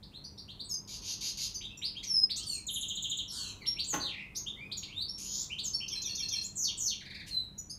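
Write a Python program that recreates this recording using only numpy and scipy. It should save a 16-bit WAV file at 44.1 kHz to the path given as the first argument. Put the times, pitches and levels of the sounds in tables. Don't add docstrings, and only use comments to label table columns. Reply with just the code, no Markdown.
import sys
import numpy as np
from scipy import signal
from scipy.fft import rfft, irfft
from scipy.io import wavfile
from scipy.ndimage import uniform_filter1d

SR = 44100
rng = np.random.default_rng(int(sys.argv[2]) if len(sys.argv) > 2 else 0)


def int16_out(signal):
    q = np.round(np.clip(np.atleast_2d(signal).T, -1, 1) * 32767)
    wavfile.write(sys.argv[1], SR, q.astype(np.int16))


def linear_from_db(decibels):
    return 10 ** (np.asarray(decibels, float) / 20)


N = 343098


def read(points, hz):
    point_hz, value = np.transpose(points)
    return np.interp(np.log(hz + 1), np.log(point_hz + 1), value)


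def evened(x):
    return x / np.sqrt(np.mean(abs(x) ** 2) + 1e-20)


def add(mix, start_s, sound):
    part = mix[round(start_s * SR):][:len(sound)]
    part += sound[:len(part)]


def drift(size, seconds):
    width = int(seconds * SR)
    once = uniform_filter1d(rng.standard_normal(size), width)
    return evened(uniform_filter1d(once, width))


def coloured(shape, size):
    hz = np.fft.rfftfreq(size, 1 / SR)
    return evened(irfft(rfft(rng.standard_normal(size)) * linear_from_db(read(shape, hz)), size))


def spin(hz):
    return np.exp(2j * np.pi * np.cumsum(hz) / SR)


OVERTONES_DB = [-25.5, -36]
# pitch_hz, level_db
THROAT = [(1500, -3.5), (2500, -3), (3500, -1.5), (4700, 0), (6000, 1.5), (7500, -1), (9000, 0), (11500, 5),
          (13500, 3), (15500, -2.5)]


def finch():
    uneven = drift(N, 0.00347)
    voice = single_notes() + repeated_syllables() + warbled_notes(uneven) + buzzes(uneven)
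    voice = voice * linear_from_db(1.1 * drift(N, .004))
    turn = voice / np.sqrt(uniform_filter1d(abs(voice) ** 2, size=132) + 1e-12)
    overtones = voice * (linear_from_db(OVERTONES_DB[0]) * turn + linear_from_db(OVERTONES_DB[1]) * turn ** 2)
    lowpass = signal.butter(N=8, Wn=16000, fs=SR, output="sos")
    sung = np.sqrt(2) * (voice.real + signal.sosfilt(lowpass, overtones.real))
    return irfft(rfft(sung) * linear_from_db(read(THROAT, np.fft.rfftfreq(N, 1 / SR))), N)


def glide(length, start_hz, end_hz, bend, db):
    edge_s = 0.001
    u = np.linspace(0, 1, max(round(length * SR), 16))
    hz = end_hz + (start_hz - end_hz) * (1 - u) ** bend
    puff = np.sin(np.pi * u) ** 0.57
    puff = puff * signal.windows.tukey(len(u), min(2 * edge_s / length, 1))
    return linear_from_db(db) * puff * spin(hz)


# start_s, length_s, start_hz, end_hz, level_db
FLICKS = [(.132, 0.048, 3040, 4300, -48), (.375, .029, 3400, 4820, -47), (.376, .012, 4800, 5680, -49),
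          (1.606, 0.021, 1850, 3950, -45), (1.814, 0.021, 1870, 4040, -39), (1.945, 0.06, 2200, 3810, -47),
          (2.037, 0.013, 2930, 6600, -41.5), (4.348, 0.028, 6700, 12500, -56),
          (4.349, 0.011, 6300, 8300, -65), (4.462, 0.026, 2720, 3690, -34.5),
          (2.293, 0.017, 1510, 4860, -41), (2.357, .025, 4420, 8400, -38.5),
          (2.362, 0.036, 4650, 7000, -47), (3.654, 0.019, 2400, 4250, -39),
          (3.785, 0.024, 2640, 4720, -30.5), (3.838, 0.014, 5200, 7540, -42.5),
          (4.351, 0.034, 3220, 6600, -39.5), (4.347, 0.039, 4790, 6800, -45), (4.558, .12, 1924, 2510, -49),
          (5.082, 0.03, 5200, 5546, -37.5), (5.497, 0.043, 2240, 3110, -38.5),
          (5.734, 0.031, 5230, 5520, -33), (5.802, 0.021, 2320, 3190, -41), (5.821, 0.016, 2400, 3160, -38),
          (6.406, .014, 3000, 6000, -42), (7.581, 0.024, 5720, 5950, -45), (7.695, .03, 6180, 6540, -46)]
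RISES = [(.113, 0.019, 2350, 3070, -63.5), (.027, 0.012, 3080, 5370, -51), (.239, 0.018, 4130, 5110, -44.5),
         (.48, 0.035, 2560, 4560, -46.5), (.593, 0.02, 3300, 4850, -38.5),
         (1.633, 0.024, 2910, 3950, -38.5), (1.832, 0.036, 3590, 5290, -34.5),
         (1.965, 0.014, 2980, 3510, -37.5), (2.299, 0.02, 3160, 5060, -32.5),
         (2.362, 0.041, 3250, 4770, -42.5), (2.365, 0.11, 2540, 3700, -52),
         (2.433, 0.0028, 3820, 6600, -36), (3.76, 0.027, 2130, 3110, -46.5),
         (4.714, 0.0134, 3030, 4980, -34.5), (4.828, 0.01, 2070, 5200, -38),
         (5.581, 0.019, 2750, 4920, -33.5), (5.576, 0.026, 4500, 8720, -58),
         (6.418, 0.015, 5940, 11900, -53.5), (6.433, 0.031, 6200, 7730, -40.5),
         (7.696, 0.018, 4440, 5310, -41), (7.694, 0.021, 8870, 10500, -55)]
DROPS = [(.881, .012, 3330, 2280, -56), (1.214, .016, 2990, 2110, -56), (1.379, .016, 2980, 2110, -54.5),
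         (.697, 0.056, 5670, 4925, -38), (.689, 0.067, 6870, 6280, -39.5),
         (1.539, 0.025, 7160, 6000, -42.5), (1.543, 0.029, 5650, 4590, -43.5),
         (3.867, 0.097, 8540, 6170, -36), (4.769, 0.018, 7640, 6530, -36.5),
         (5.632, 0.052, 8300, 6270, -36.5), (5.636, 0.057, 6300, 5070, -50.5),
         (5.731, 0.03, 4770, 4410, -40)]
SLIDES = [(.238, 0.029, 5730, 5930, -55), (.642, 0.031, 8170, 7860, -48.5),
          (1.701, 0.0246, 2530, 2770, -49.5), (1.773, .011, 5600, 5880, -48),
          (1.772, 0.011, 7220, 7260, -48), (4.372, 0.019, 6480, 6560, -36),
          (2.365, 0.039, 1350, 1210, -61.5), (2.451, .11, 4690, 4094, -40), (2.455, .14, 9280, 8010, -46.5),
          (2.466, .115, 7930, 6440, -47.5), (2.478, .12, 3180, 2200, -55.5),
          (5.125, 0.072, 5500, 5470, -47), (3.607, .03, 2410, 1900, -49), (3.611, 0.028, 4660, 3880, -52.5),
          (4.77, 0.032, 5800, 5500, -51), (7.578, 0.019, 6620, 7000, -42), (7.584, 0.019, 7640, 8020, -66)]
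SCOOPS = [(2.027, 0.017, 1880, 4800, -49.5), (2.027, .015, 3500, 9800, -44),
          (2.027, .014, 5800, 12000, -51)]


def single_notes():
    voice = np.zeros(N, complex)
    for notes, bend in ((FLICKS, 2.2), (RISES, 1.15), (DROPS, 2.9), (SLIDES, 1.05), (SCOOPS, .3)):
        for start_s, length, start_hz, end_hz, db in notes:
            add(voice, start_s, glide(length, start_hz, end_hz, bend, db))
    return voice


def fan():
    length_s, from_hz, to_hz = .036, 620, 1080
    return [(0, length_s, k * from_hz, k * to_hz, -51 - 1.22 * k) for k in range(3, 12)]


TRILL = [(0, 0.0076, 8020, 6340, -34.5)]
TRILL_LOW = [(.013, .022, 4030, 2758, -33.5)]
TRILLED = [(2.6663, -1.3, 1.038), (2.7383, -1, 1.015), (2.8092, -0.5, 1.015), (2.882, -1, 1.013),
           (2.9517, -1.5, 1.045), (3.023, 0.2, 1.02), (3.0955, 0.79, 1.033), (3.1701, 0.3, 1.033)]
ROLL_UP = [(0.00023, 0.0107, 3600, 6690, -35)]
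ROLL_DOWN = [(.023, 0.0354, 3760, 3150, -41), (0.036, 0.0255, 6080, 5320, -36.5),
             (0.07, 0.0171, 4700, 4340, -47), (.075, 0.027, 4330, 4190, -34.5),
             (.067, 0.0242, 2840, 2560, -47.5), (.041, 0.019, 2610, 2210, -53),
             (.076, 0.01, 1800, 1790, -59.5)]
ROLLED = [(5.878, -0.91, 0.97), (6.015, -0.21, 1.02), (6.148, 0.24, 1.0), (6.282, 1.6, 0.99)]
KINK = [(.092, 0.011, 5060, 4410, -30.5)]
FALL = [(.108, 0.036, 4130, 3103, -37.5), (.124, 0.0172, 3400, 2780, -40.5),
        (.143, 0.01087, 3050, 2200, -53.5)]
FALLEN = [(6.556, 0.016, 0.98), (6.786, 0, 0.96)]
RATTLE = [(0, 0.0212, 2716, 1554, -48), (0, 0.0153, 5110, 3250, -47)]
RATTLED = [(7.003, -2.5, 0.92), (7.053, -0.5, 1), (7.1, 1, 0.96), (7.144, 1.5, 1.03), (7.195, 0.5, 0.98)]
UPSWEEP = [(0.001, 0.0045, 5650, 12000, -48)]
UPSWEPT = [(5.18, 0, 1.0), (5.195, -4, 1.1), (5.21, -4, 1.05), (5.226, -4, 1.0), (5.243, -3, 1.1),
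           (5.26, -5, 1.12)]
FANNED = [(7.261, 0, 0.95)]


def repeated_syllables():
    voice = np.zeros(N, complex)
    songs = ((TRILL, TRILLED, 2.26), (TRILL_LOW, TRILLED, 1.15), (ROLL_UP, ROLLED, 2.2),
             (ROLL_DOWN, ROLLED, 1.2), (KINK, FALLEN, 2.9), (FALL, FALLEN, 1.086),
             (RATTLE, RATTLED, 1.06), (UPSWEEP, UPSWEPT, 1.15), (fan(), FANNED, 2.2))
    for syllable, repeats, bend in songs:
        for start_s, gain_db, factor in repeats:
            for after, length, start_hz, end_hz, db in syllable:
                note = glide(length, start_hz * factor, end_hz * factor, bend, db + gain_db)
                add(voice, start_s + after, note)
    return voice


def held(rate, rows, uneven):
    times, *columns = np.transpose(rows)
    t = np.arange(times[0], times[-1], 1 / SR)
    hz, db, swing = (np.interp(t, times, c) for c in columns)
    wobble = uneven[round(times[0] * SR):][:len(t)]
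    beat = np.cos(2 * np.pi * np.cumsum(rate * (1 + 0.1414 * wobble)) / SR)
    ends = signal.windows.tukey(len(t), min(0.004 * SR / len(t), 1))
    level = linear_from_db(db + 3.2 * beat * swing / 600) * ends
    return level * spin(hz + swing * (beat + 0.324 * wobble))


# start_s, length_s, start_hz, end_hz, level_db
RASPS = [(2.46, .13, 8100, 4900, -56), (2.7, 0.13, 10800, 9700, -52.5), (3.325, 0.2, 8500, 6600, -51.5),
         (3.31, 0.2, 7000, 5750, -53), (3.299, 0.22, 10500, 8700, -64.5), (3.295, .225, 4300, 2720, -49.5),
         (3.318, 0.17, 1190, 1310, -61)]


def rasp(start_s, length, start_hz, end_hz, db):
    middle, sag = .45, .75
    swing_share, least_swing_hz = 0.098, 293
    hz = np.array([start_hz, start_hz + sag * (end_hz - start_hz), end_hz])
    times = start_s + length * np.array([0, middle, 1])
    levels = db + np.array([-1, 0, -6])
    return np.transpose([times, hz, levels, np.maximum(swing_share * hz, least_swing_hz)])


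# warble_hz, then rows of time_s, pitch_hz, level_db
HELD = [
    (27.8, [(2.068, 5890, -43), (2.1, 5450, -36.5), (2.145, 5314, -31.5), (2.165, 5130, -30), (2.2, 5110, -31.5), (2.225, 5080, -46)]),
    (126, [(3.33, 5160, -54), (3.37, 4490, -44), (3.45, 4134, -46.5), (3.53, 3920, -57)]),
    (220, [(3.279, 5660, -45), (3.3, 5410, -47), (3.327, 5330, -46)]),
    (29.8, [(3.65, 1974, -57), (3.668, 5520, -39), (3.68, 5527, -25), (3.715, 5480, -79)]),
    (304, [(4.0, 4450, -40), (4.05, 3860, -38), (4.09, 3155, -42), (4.13, 2274, -48.5), (4.23, 2350, -44.5)]),
    (60, [(4.88, 2190, -51.5), (4.945, 3410, -53), (4.975, 3660, -38.5), (5.003, 4040, -37.5), (5.022, 4560, -35.5), (5.045, 4680, -51)]),
    (21, [(7.292, 4470, -54), (7.32, 4170, -38.5), (7.355, 4040, -37), (7.4, 4010, -40.5), (7.447, 3815, -51)]),
]
# place_0_to_1, pitch_hz, level_db
CHURR = [(0, 7890, -42.5), (0.319, 6420, -38), (.72, 6200, -36.5), (1, 5460, -31.5)]
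# start_s, length_s
CHURRED = [(6.554, .094), (6.772, .106)]


def warbled_notes(uneven):
    whistle_per_s, rasp_per_s, churr_per_s = 90, 110, 190
    churr_swing_hz = 536
    notes = [(whistle_per_s, [(*row, swing) for row in rows]) for swing, rows in HELD]
    notes += [(rasp_per_s, rasp(*row)) for row in RASPS]
    for start_s, length in CHURRED:
        rows = [(start_s + place * length, hz, db, churr_swing_hz) for place, hz, db in CHURR]
        notes.append((churr_per_s, rows))
    voice = np.zeros(N, complex)
    for rate, rows in notes:
        add(voice, rows[0][0], held(rate, rows, uneven))
    return voice


def buzz(shape, rows, uneven):
    rate, share, top_at, second_db, push_db = shape
    times, *columns = np.transpose(rows)
    t = np.arange(times[0], times[-1], 1 / SR)
    top_hz, foot_hz, db = (np.interp(t, times, c) for c in columns)
    phase = rate * (t - times[0]) % 1
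    u = np.minimum(phase / share, 1)
    arch = 1 - ((u - top_at) / max(top_at, 1 - top_at)) ** 2
    rise_hz = (top_hz - foot_hz) * arch
    shake = 1 + 0.0169 * uneven[round(times[0] * SR):][:len(t)]
    upper = spin((foot_hz + rise_hz) * shake)
    lower = spin((foot_hz + .58 * rise_hz) * shake)
    sides = upper + linear_from_db(second_db) * lower
    sides = sides + linear_from_db(-20.5) * sides ** 2
    puff = linear_from_db(db + push_db * (arch - 0.5)) * np.sin(np.pi * u) ** 0.42
    v = np.clip((phase - share) / (1 - share), 0, 1)
    hook = np.sin(np.pi * v) * spin(foot_hz * (1 + .55 * (1 - v) ** 2))
    return linear_from_db(db - 12) * hook + puff * sides


# start_s, length_s, top_level_db, start_db under the top, second_side_db
BUZZED = [
    (0.875, 0.1, -42, -6, -1),
    (1.018, 0.12, -34, -13, -3.5),
    (1.208, 0.099, -34, -5, -1),
    (1.372, 0.098, -34.5, -6, 0),
]


def short_buzz(start_s, length, db, start_db, second_db):
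    top_hz, end_top_hz, foot_hz, end_foot_hz = 6740, 6600, 2200, 2615
    rows = [(start_s, top_hz, foot_hz, db + start_db),
            (start_s + 0.65 * length, top_hz, end_foot_hz, db),
            (start_s + length, end_top_hz, end_foot_hz, db - 6.5)]
    arches_per_s = 71.5 - 5.5 * (start_s - BUZZED[0][0])
    share, top_at, push_db = .5, .47, -2
    return (arches_per_s, share, top_at, second_db, push_db), rows


# (arches_per_s, share_0_to_1, top_at_0_to_1, second_side_db, push_db),
# then rows of time_s, top_hz, foot_hz, level_db
LONG_BUZZ = ((65.5, 0.5, 0.65, -10, 2.5), [(5.179, 6870, 2126, -45.5), (5.27, 6860, 2727, -41.5),
             (5.34, 6830, 3163, -36), (5.39, 7190, 3247, -36), (5.44, 7530, 3255, -39.5)])


def buzzes(uneven):
    voice = np.zeros(N, complex)
    for shape, rows in [short_buzz(*row) for row in BUZZED] + [LONG_BUZZ]:
        add(voice, rows[0][0], buzz(shape, rows, uneven))
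    return voice


# centre_s, half_width_s, pitch_hz, level_db
PIP = (2.2405, .0042, 5100, -17)


def pip():
    centre_s, width, hz, db = PIP
    t = np.arange(N) / SR - centre_s
    return linear_from_db(db) * np.exp(-.5 * (t / width) ** 2) * np.sin(2 * np.pi * hz * t)


# start_s, level_db
KNOCK = [
    (0.164, -69),
    (3.929, -30.5),
]
# pitch_hz, level_db, t60_s
KNOCK_RINGS = [(168.8, -0.5, 0.32), (247.5, -4, 0.099), (310.7, 6.5, .15), (402, 4, 0.16), (482, 2.5, 0.14),
               (595, 4, 0.1), (705, 2.5, 0.13), (835, 10, 0.091), (953, 6, 0.096), (1109, 11, 0.15),
               (1273, 1, .11), (1453, 3.5, 0.14), (1718, 1.5, 0.086), (1930, 7.5, 0.089)]
# pitch_hz, level_db
KNOCK_CRACK = [(100, -53), (250, -12), (1000, -13), (3000, -16.5), (6000, -28), (10000, -34), (15000, -31)]


def knock():
    swell_s, grain_s = .014, .005
    out, t = np.zeros(N), np.arange(SR // 3) / SR
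    rings = np.zeros(len(t))
    for hz, db, t60 in KNOCK_RINGS:
        rough = 0.78 + drift(len(t), grain_s)
        rings += linear_from_db(db - 60 * t / t60) * rough * np.sin(2 * np.pi * (hz * t + rng.random()))
    crack = coloured(KNOCK_CRACK, len(t)) * linear_from_db(-60 * t / 0.12)
    swell = .15 + np.minimum(t / swell_s, 1) ** 2
    rings = rings * swell
    blow = rings / abs(rings).max() + linear_from_db(-2.0) * swell * crack
    for start_s, db in KNOCK:
        add(out, start_s, linear_from_db(db) * blow)
    return out


# pitch_hz, t60_s
ROOM_T60 = [(300, 0.55), (2000, 0.45), (5000, 0.31), (9000, 0.24), (15000, 0.2)]
# delay_s, level_db
ECHOES = [(.0019, -14), (.0037, -15), (.0059, 0), (.0072, -2.5), (.0084, -11), (.0094, -16), (.0139, -10),
          (.0168, -10)]


def room(x, tail_db):
    taps = np.zeros(SR)
    at = np.arange(500, SR - 22, 22)
    taps[at + rng.integers(0, 22, len(at))] = rng.choice([-1., 1.], len(at))
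    hz, t, z = signal.stft(taps, SR, nperseg=256)
    dying = linear_from_db(-60 * t / read(ROOM_T60, hz)[:, None])
    tail = signal.istft(z * dying, SR, nperseg=256)[1][:SR]
    answer = linear_from_db(tail_db) * tail / np.linalg.norm(tail)
    answer[0] = 1
    for delay_s, db in ECHOES:
        add(answer, delay_s, np.array([linear_from_db(db)]))
    return signal.fftconvolve(x, answer)[:N]


# pitch_hz, level_db per Hz
AIR = [(18, -62), (30, -2.5), (40, 5), (96, 0), (198, -3), (482, -16), (945, -22), (1570, -27), (2500, -30),
       (5000, -37), (9000, -38), (15500, -42)]
# pitch_hz, level_db rms
HUM = [(100, -64.5), (143, -67), (199.2, -64.5), (305, -73.5), (970, -84)]
# pitch_hz, level_db per Hz
STREET = [(250, 2), (400, 4), (650, -13), (1000, -1.5), (1300, -8), (1900, -27.5)]
# nearest_s, level_db there, reach_s to fall off by 10 dB
PASSING = [(1.0, -59, 0.75), (2.5, -63, 0.77), (3.65, -59, 0.4), (4.55, -60.5, 0.32), (5.6, -58.5, -1.32),
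           (6.72, -62, -0.2), (7.9, -91, 1)]


def air():
    t = np.arange(N) / SR
    bed = linear_from_db(-56 + 0.37 * drift(N, 0.27)) * coloured(AIR, N)
    waver = np.cumsum(1 + 0.00629 * drift(N, 0.0908)) / SR
    hum = np.zeros(N)
    for hz, db in HUM:
        hum += linear_from_db(db + 0.81 * drift(N, 0.22)) * np.sqrt(2) * np.sin(2 * np.pi * hz * waver)
    near = sum(linear_from_db(db - 10 * ((t - nearest_s) / reach) ** 2) for nearest_s, db, reach in PASSING)
    street = near * linear_from_db(1.5 * drift(N, 0.074) - 6) * coloured(STREET, N)
    return bed + hum + street


def scene():
    bird = room(linear_from_db(-4) * finch(), tail_db=2.5)
    aimed = pip() + linear_from_db(-20) * room(pip(), tail_db=4.5)
    blow = knock()
    struck = blow + linear_from_db(-8.5) * room(blow, tail_db=6.0)
    return (bird + aimed + struck + air())[None]


def band_limit(x):
    return signal.sosfilt(signal.butter(12, 15760, fs=SR, output="sos"), x)


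def record(dry):
    edge = signal.firwin(255, 15700, window=("kaiser", 9), fs=SR)
    heard = signal.oaconvolve(dry, edge[None], "same")
    return band_limit(heard)


dry = scene()
out = record(dry)
int16_out(out)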